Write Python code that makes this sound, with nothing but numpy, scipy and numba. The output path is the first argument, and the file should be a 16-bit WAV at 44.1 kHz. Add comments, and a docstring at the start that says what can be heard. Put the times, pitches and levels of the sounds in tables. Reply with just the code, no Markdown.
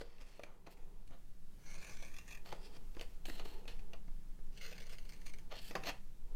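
"""Scissors make two slow cuts into a small cardboard disc, close by, over a wooden table.
By stick and slip the fibres tear in bursts, which excite the resonances of blades and card.
Between cuts, fingers and blades slide over the disc and tap it, and the table top rings faintly.
Behind this a small room hums, traffic murmurs far off, and slow air pressure rocks the microphone."""
import sys
import numpy as np
from scipy import signal
from scipy.fft import rfft, irfft, next_fast_len
from scipy.io import wavfile
from scipy.ndimage import uniform_filter1d
from numba import njit

SR = 44100
rng = np.random.default_rng(int(sys.argv[2]) if len(sys.argv) > 2 else 0)


def wav_out(sig):
    """Save sig, one row per channel (or a flat mono array), as 16-bit PCM at SR to the path in sys.argv[1]."""
    wavfile.write(sys.argv[1], SR, np.round(np.clip(np.atleast_2d(sig).T, -1, 1) * 32767).astype(np.int16))


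N = 280299

# Steady tearing, one table for each cut: time_s, level_db
CUTS = [
    [(1.58, -93), (1.586, -77), (1.7, -55.5), (1.83, -58.5), (2.068, -58), (2.106, -66), (2.27, -68.5),
     (2.314, -56), (2.42, -89)],
    [(4.52, -75), (4.63, -53.5), (4.7, -57), (4.882, -69), (4.93, -58.5), (4.976, -72), (5.25, -71.5),
     (5.266, -55), (5.33, -85), (5.44, -100)],
]
# Lumps of fibre giving way: start_s, level_db
SLIPS = [(1.749, -55), (1.813, -61), (1.843, -50.5), (1.894, -56), (2.022, -54), (2.047, -60), (2.114, -59),
         (2.139, -54), (2.163, -52), (2.184, -47.5), (2.278, -50), (2.306, -49), (2.3225, -49),
         (2.348, -53), (2.372, -57), (4.574, -57), (4.6114, -56), (4.661, -51.5), (4.7244, -51),
         (4.778, -56.5), (4.8003, -52), (4.819, -53), (4.866, -54), (4.8937, -52), (4.9294, -64.5),
         (4.983, -52.5), (5.051, -60), (5.0913, -50.5), (5.12, -56), (5.133, -53), (5.1612, -68),
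         (5.212, -54.5), (5.2632, -51), (5.292, -53), (5.3344, -51.5), (5.384, -53.5)]
# Modes of the blades gripping the card, with mid-cut gain and its change as the bite moves to the tips:
# pitch_hz, width_hz, first_gain_db, first_change_db, second_gain_db, second_change_db
BLADE_MODES = [(460, 23, -27, 3, -2, -21), (614, 138, -6, -3, -5.5, -1), (1148, 85, -5, -1.5, -8.5, 4),
               (1494, 205, -8, -9, -8, -2), (1786, 165, -3, 9, -5, 0), (2090, 236, -8.5, 1, -2, -1),
               (2330, 204, 1.5, 1.5, -3, 3), (2595, 190, -2, 7, -4, -6), (2910, 470, -14, -13, -5.5, -3),
               (3440, 250, -9.5, 3, -8.5, -2), (4280, 410, -10, -4, -6, -1.5),
               (5020, 460, -12.5, -3, -9.5, -1), (5990, 560, -7, -6, -9, 0),
               (6590, 540, -7.5, 3.5, -8.5, 3), (7120, 710, -14.5, 2, -15.5, -1),
               (8550, 700, -15.5, 5, -14.5, 4), (9450, 940, -17.5, -4, -18, 4),
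               (11300, 1800, -23.5, 10, -25, 3), (13400, 2500, -21.5, 3, -20, 0),
               (15000, 1900, -28, -4, -22, 4)]
# Rise of the low modes through a cut, one value for each cut: rise_fraction
MODE_RISE = [0.094, 0.029]
# Strokes of skin and steel on the disc; flex, hiss, sheen and scrape are relative to the level:
# start_s, swell_s, hold_s, fade_s, level_db, flex_db, hiss_db, sheen_db, scrape_db, scrape_hz
SLIDES = [(0.0, .004, 0.0095, 0.037, -61, 6, -7, -15, 1.5, 4460),
          (0.03, 0.027, .11, .06, -70, 1, -18, -22, -3.5, 4700),
          (0.185, 0.021, 0.019, 0.028, -62, 0.5, -14, -22, -6, 4500),
          (0.21, 0.057, 0.11, 0.13, -66.5, -4, -12.5, -16, -5, 4700),
          (0.43, 0.0058, .004, 0.034, -62, 1.5, -8, -14, -13, 4220),
          (0.44, .01, 0.091, .08, -87, 20, -20, -22, -22, 4370),
          (0.66, 0.0045, 0.0093, 0.033, -69, 14.5, -18, -28, -13, 4020),
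          (0.68, 0.034, .015, 0.027, -68, -9, -5.5, -4, -1.5, 4300),
          (0.764, 0.0053, .04, 0.15, -72.5, 3.5, -10, -14, -15, 4700),
          (1.066, 0.01, .002, .017, -68, -15, -5, -14, -5, 4590),
          (1.09, 0.038, 0.0055, 0.072, -71.5, 12.5, -14, -18, -3, 3940),
          (2.445, 0.012, 0.051, 0.025, -58.5, 1.5, -13.5, -12, -3, 4540),
          (2.516, 0.003, .005, 0.082, -58, 8, -9.5, -15, -1.5, 4450),
          (2.58, 0.077, .002, 0.044, -58.5, -12, -12, -16, 0.5, 4800),
          (2.69, 0.078, 0.0023, .008, -60, -1, -13, -21, -1, 4670),
          (2.91, 0.079, 0.0054, .02, -64, 2.5, -16, -19, -5, 4600),
          (3.004, 0.0077, .002, 0.054, -56, 2.5, -7, -11, -2, 4690),
          (3.05, 0.036, 0.057, .025, -70.5, -7, -14, -9, -6, 4570),
          (3.25, 0.0047, .002, 0.014, -55, 5, -7, -20, -7, 4250),
          (3.256, 0.0057, 0.025, 0.11, -61.5, -9, 0, 0.5, 2, 4300),
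          (3.29, 0.06, 0.034, 0.036, -59, -5, -14, -13, -5, 4200),
          (3.388, 0.0068, .002, 0.038, -57.5, 9.5, -17, -23, -0.5, 4030),
          (3.425, .03, 0.031, 0.15, -59, -4, -11, -9, -2, 4270),
          (3.673, 0.0058, .002, 0.076, -49, -4, -15.5, -19, -4, 4180),
          (3.77, .022, .002, 0.06, -70, 1, -14, -14, -8, 4500),
          (3.929, 0.0053, .002, 0.044, -60, 7, -29, -33, -11, 4200),
          (5.497, 0.019, .003, 0.064, -53.5, 5.5, -20, -19, -3.5, 4360),
          (5.53, 0.027, 0.033, 0.03, -57.5, -8, -16, -17, 1, 4430),
          (5.59, 0.033, 0.076, .015, -59.5, -12, -6, -5, -0.5, 4380),
          (5.704, .006, .002, 0.088, -54, -2.5, -20, -14, -12, 4600),
          (5.751, 0.0048, .001, 0.017, -45.5, 11, -27, -24, -11, 5300),
          (5.758, .006, .002, 0.11, -55, 3, -17, -22, -13, 5230),
          (5.825, 0.011, 0.019, 0.028, -53.5, -2, -18, -18, -14, 4400),
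          (5.85, .018, 0.028, 0.017, -40, -3.5, -23, -17, -9, 4020),
          (5.895, 0.0062, .004, 0.095, -56.5, 1.5, -12, -21, -4.5, 4360)]
# Taps on the disc, whose grip sets what rings; body and table are relative to the level:
# start_s, level_db, body_db, body_hz, face_hz, table_db
TAPS = [(0.0133, -38, 1, 540, 1500, -3), (0.183, -51, -18, 250, 2630, -22),
        (0.212, -49, -9, 249, 3260, -27), (0.395, -46.5, 8.5, 600, 2560, -1),
        (0.4351, -35, -6.5, 622, 2360, -42), (0.6667, -48, -7, 396, 2540, -13),
        (0.6714, -49.5, 4.5, 386, 4070, -19), (0.6802, -53, -12, 487, 1510, -5),
        (0.7734, -56.5, -12, 345, 2400, -20), (1.108, -57.5, 7, 275, 1820, -17),
        (2.46, -45, -18, 288, 1520, -23), (2.5255, -36.5, 3.5, 866, 1300, -18),
        (2.949, -48, -16, 269, 2550, -9), (2.9678, -45.5, 6.5, 342, 1640, -17),
        (2.9954, -37, -8.5, 600, 3080, -24), (3.0117, -33, -10, 484, 2900, -13),
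        (3.255, -33.5, -31, 347, 3080, -31), (3.2837, -44, 5.5, 345, 1680, -13),
        (3.298, -33, -7.5, 308, 1890, -33), (3.328, -52, 6, 266, 4150, -26),
        (3.3959, -37, -11, 813, 2900, -29), (3.4574, -49, 7.5, 357, 3200, -25),
        (3.6548, -50.5, 1, 622, 2580, -22), (3.679, -39.5, -10, 291, 2540, -5),
        (3.7933, -49, -6, 250, 2470, -21), (3.934, -39.5, -18, 388, 2820, -35),
        (4.0799, -54, 4, 250, 2100, -11), (4.3898, -63.5, 9.5, 404, 1610, 0),
        (5.7094, -38, -2.5, 386, 1930, -11), (5.753, -28, -3.5, 720, 1670, -12),
        (5.7602, -42, 7, 463, 2090, -8), (5.8363, -34, -21, 476, 2550, -13)]
# Modes of the disc, from slow bending to the finest sheen: pitch_hz, width_hz, gain_db
BODY_MODES = [(156, 39, -6.5), (342, 89, -5.5), (467, 76, -3), (657, 217, -2.5), (994, 228, -4.5),
              (1187, 330, -6.5)]
FACE_MODES = [(1557, 190, 2.5), (1775, 270, 4), (2615, 526, 6), (2796, 206, 7), (3420, 1120, -2.5),
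              (4660, 740, 2), (4990, 490, 0), (6030, 900, -4), (6640, 770, -7.5)]
EDGE_MODES = [(7400, 1340, -2), (10500, 3200, -4)]
SHEEN_MODES = [(12560, 2100, 0), (15000, 1100, 0)]
# Background levels: time_s, hiss_db, hum_db, air_db
BACKGROUND_LEVELS = [(0.0, -71.5, -74.5, -43.5), (0.65, -70.5, -70.5, -51.5), (0.94, -68.5, -68.5, -41.5),
                     (1.5, -67, -67.5, -44), (1.9, -63, -65.5, -41), (2.3, -65, -65.5, -43.5),
                     (2.9, -64, -66.5, -39.5), (3.5, -65.5, -66.5, -37), (4.6, -66.5, -65, -42),
                     (5.4, -64.5, -65.5, -42.5), (5.52, -67.5, -68.5, -41), (5.75, -61.5, -59, -43.5),
                     (5.92, -64.5, -64, -40), (6.1, -65.5, -68, -42.5), (6.36, -66.5, -71, -33)]
# Level of the distant traffic: time_s, level_db
TRAFFIC_LEVELS = [(0.0, -79), (0.67, -69), (1.02, -71.5), (1.13, -88), (1.4, -82), (1.88, -66.5),
                  (2.07, -78), (2.27, -72.5), (2.67, -62.5), (3.06, -81.5), (3.54, -59), (3.73, -69),
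                  (3.95, -67.5), (4.16, -81.5), (4.7, -70.5), (4.94, -73), (5.74, -72.5), (6.02, -95),
                  (6.36, -64.5)]
# Resonances of the building's hum and of the walls: pitch_hz, width_hz, gain_db
HUM_MODES = [(118.5, 13, -2.5), (149.3, 9.5, -0.5), (160.7, 14, 1), (194, 17.3, -1.5)]
WALL_MODES = [(394, 56, 7), (492.6, 24, 6.5), (590, 160, -7), (779, 128, -1), (873, 113, 1.5)]
# Spectra of the room's hiss and of the air pressure: frequency_hz, relative_density_db
HISS_SPECTRUM = [(26, -28), (45, 2.5), (55, -4.5), (81, -5.5), (173, -9), (227, -12), (263, -11),
                 (297, -11), (353, -17.5), (685, -24), (737, -25), (1740, -27.5), (1920, -28.5),
                 (3130, -30), (15800, -35)]
AIR_SPECTRUM = [(1.8, -46), (3.0, 6), (18, 1), (35, -21.5), (60, -25), (78, -69), (130, -120)]


def cutting():
    """Stick and slip: fibres tear unevenly and snap in lumps, driving the modes of the gripped blades."""
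    start_s, level_db = np.transpose(SLIPS)
    tearing = gate(CUTS) * undb(curve(CUTS, column=1) + 2.66 * walk(90))
    snaps = bursts(start_s, level_db, rise_s=0.0011, decay_s=0.0079)
    force = fibres(9000, spread_db=1.95) * (tearing + snaps)
    out = np.zeros(N)
    for k, cut in enumerate(CUTS):
        span = slice(int(cut[0][0] * SR), int(cut[-1][0] * SR))
        travel = np.linspace(-.5, .5, span.stop - span.start)
        modes = []
        for hz, width_hz, *gains in BLADE_MODES:
            gain_db, change_db = gains[2 * k:2 * k + 2]
            # the free length of blade shortens, so the low modes climb
            glide = 1 + MODE_RISE[k] * travel * (hz < 2900)
            grip_db = 2.1 * walk(25.13, size=len(travel))
            modes.append((hz * glide, width_hz, gain_db + change_db * travel + grip_db))
        out[span] = resonate(force[span], modes)
    return out


def sliding(swell_db=20):
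    """Friction: each stroke swells, holds and fades, its tiny impacts exciting card and steel."""
    t, envelopes = np.arange(N) / SR, np.zeros((5, N))
    for start_s, swell_s, hold_s, fade_s, level_db, *layers_db, _ in SLIDES:
        top_s = start_s + swell_s
        span = slice(int(start_s * SR), int((top_s + hold_s + 2 * fade_s) * SR))
        before = (top_s - t[span]) / swell_s
        after = (t[span] - top_s - hold_s) / fade_s
        drop_db = swell_db * np.maximum(0, np.maximum(before, after))
        envelopes[:, span] += np.outer(undb([0, *layers_db]), undb(level_db - drop_db))
    friction = fibres(12000, spread_db=2.9) * undb(1.27 * walk(60))
    face, flex, hiss, sheen, scrape = friction * envelopes
    scrape_hz = curve([SLIDES], column=9)
    steel = resonate(scrape, [(scrape_hz, 450, 0), (0.672 * scrape_hz, 300, -2)])
    return disc(face, flex, hiss, sheen) + steel


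def tapping(rattle_s=0.0032):
    """Impact excitation: a sharp push and a short rattle leave disc and table in damped vibration."""
    start_s, level_db, body_db, body_hz, face_hz, table_db = np.transpose(TAPS)
    rattle = fibres(14000, spread_db=1.8)
    face = rattle * bursts(start_s, level_db - 7.5, rise_s=0.00027, decay_s=rattle_s)
    face += impulses(start_s, level_db + 4.5)
    # the whole disc bends more slowly than its face
    flex = rattle * bursts(start_s, level_db + body_db - 7.5, rise_s=0.0012, decay_s=1.86 * rattle_s)
    crack = rattle * bursts(start_s, level_db - 21, rise_s=0.00018, decay_s=0.31 * rattle_s)
    crack += impulses(start_s, level_db - 12)
    face_ring = knocks(start_s, level_db - 7, face_hz, decay_s=0.0024)
    body_ring = knocks(start_s, level_db + body_db - 1.5, body_hz, decay_s=0.0033)
    table_ring = knocks(start_s, level_db + table_db - 12, pitch_hz=473.2, decay_s=0.058)
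    return disc(face, flex, crack, crack) + face_ring + body_ring + table_ring


def disc(face, flex, edge, sheen):
    """Modal response: four forces each drive their own group of the disc's modes."""
    low = resonate(face, FACE_MODES) + resonate(flex, BODY_MODES)
    return low + resonate(edge, EDGE_MODES) + resonate(sheen, SHEEN_MODES)


def reverberation(x, t60_s=0.21, gain_db=-17, cutoff_hz=3200, onset_s=0.023):
    """Diffuse reflection: a small furnished room returns a dull, exponentially decaying tail."""
    t = np.arange(int(.6 * SR)) / SR
    envelope = np.exp(-np.log(1000) * t / t60_s) * np.minimum(t / onset_s, 1)
    tail = signal.lfilter(*signal.butter(1, cutoff_hz, fs=SR), rng.standard_normal(len(t)) * envelope)
    return undb(gain_db) * signal.fftconvolve(x, tail / np.linalg.norm(tail))[:N]


def traffic():
    """Transmission through walls: distant traffic noise is coloured by their resonances."""
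    return resonate(rng.standard_normal(N), WALL_MODES) * undb(curve([TRAFFIC_LEVELS], column=1))


def room_noise():
    """Filtered noise: broadband hiss, the building's narrow-band hum and mostly infrasonic air pressure."""
    hiss_db, hum_db, air_db = (curve([BACKGROUND_LEVELS], column) for column in (1, 2, 3))
    hiss = coloured(HISS_SPECTRUM) * undb(hiss_db + .5 * walk(5.4))
    hum = resonate(rng.standard_normal(N), HUM_MODES) * undb(hum_db + 0.51 * walk(2.89))
    return hiss + hum + coloured(AIR_SPECTRUM) * undb(air_db)


def fibres(rate_hz, spread_db):
    """Shot noise of rms 1: tiny breaks at random moments, a few much larger than the rest."""
    breaks = (rng.random(N) < rate_hz / SR) * rng.standard_normal(N)
    size_db = spread_db * np.minimum(rng.exponential(size=N), 4.5)
    return unit_rms(breaks * undb(size_db))


def bursts(start_s, level_db, rise_s, decay_s):
    """Relaxation: an envelope that rises at each start and decays exponentially."""
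    envelope = np.zeros(N)
    for start, gain in zip((start_s * SR).astype(int), undb(level_db)):
        t = np.arange(min(int(8 * decay_s * SR), N - start)) / SR
        envelope[start:][:len(t)] += gain * np.minimum(t / rise_s, 1) * np.exp(-t / decay_s)
    return envelope


def knocks(start_s, level_db, pitch_hz, decay_s):
    """Free vibration: each blow starts a damped sinusoid."""
    out, t = np.zeros(N + SR), np.arange(int(min(8 * decay_s, 1) * SR)) / SR
    for start, gain, hz in np.broadcast(start_s, undb(level_db), pitch_hz):
        out[int(start * SR):][:len(t)] -= gain * np.sin(2 * np.pi * hz * t) * np.exp(-t / decay_s)
    return out[:N]


def impulses(start_s, level_db):
    """Impulsive force: a one-sample push at each start."""
    out = np.zeros(N)
    out[(start_s * SR).astype(int)] = -undb(level_db)
    return out


def resonate(x, modes):
    """Modal superposition: fixed or gliding resonances, scaled so white noise roughly keeps its rms."""
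    x = x + 1e-12 * np.cos(np.arange(len(x)))  # avoids slow arithmetic in silent tails
    out, power = np.zeros(len(x)), 0
    for k, (hz, width_hz, gain_db) in enumerate(modes):
        tuning = np.tan(np.pi * hz / SR) * np.ones(len(x))
        out += (-1) ** k * undb(gain_db) * resonator(x, tuning, width_hz / np.mean(hz))
        power += np.mean(undb(gain_db)) ** 2 * np.pi * width_hz / SR
    return out / np.sqrt(power)


@njit
def resonator(x, tuning, damping):
    """Driven oscillator: a state-variable band-pass with gain 1 at its movable centre."""
    out, band_state, low_state = np.empty(len(x)), 0., 0.
    for i in range(len(x)):
        band = (band_state + tuning[i] * (x[i] - low_state)) / (1 + tuning[i] * (tuning[i] + damping))
        band_state = 2 * band - band_state
        low_state += 2 * tuning[i] * band
        out[i] = damping * band
    return out


def coloured(spectrum):
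    """Spectral shaping: white noise weighted by the given spectrum, at rms 1."""
    hz, db = np.transpose(spectrum)
    size = next_fast_len(N)
    bins_hz = (np.arange(size // 2 + 1) + 1e-3) * SR / size
    gain = undb(np.interp(np.log(bins_hz), np.log(hz), db))
    return unit_rms(irfft(rfft(rng.standard_normal(size)) * gain, size)[:N])


def walk(rate_hz, size=N):
    """Random modulation: smoothed steps of rms 1."""
    hold = int(SR / rate_hz)
    steps = np.repeat(rng.standard_normal(size // hold + 1), hold)
    return unit_rms(uniform_filter1d(steps, hold // 2)[:size])


def curve(tables, column):
    """Linear interpolation of one column over time, through all the tables."""
    rows = np.vstack(tables)
    return np.interp(np.arange(N) / SR, rows[:, 0], rows[:, column])


def gate(tables, fade_s=0.0089):
    """Time window: 1 during each table, fading to 0 just outside it."""
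    t = np.arange(N) / SR
    depths_s = [np.minimum(t - rows[0][0], rows[-1][0] - t) for rows in tables]
    return np.minimum(1, sum(np.clip(1 + depth / fade_s, 0, 1) for depth in depths_s))


def undb(db):
    return 10 ** (np.asarray(db) / 20)


def unit_rms(x):
    return x / np.sqrt(np.mean(x ** 2))


def scene():
    """Superposition: direct sound, its reflections and the background add in one channel."""
    direct = cutting() + sliding() + tapping()
    return (direct + reverberation(direct) + traffic() + room_noise())[None]


def record(dry):
    """Band limiting: a steep low-pass removes the highest treble."""
    cutoff_hz = 15850
    return signal.sosfilt(signal.ellip(10, .2, 60, cutoff_hz, fs=SR, output="sos"), dry)


dry = scene()
out = record(dry)
wav_out(out)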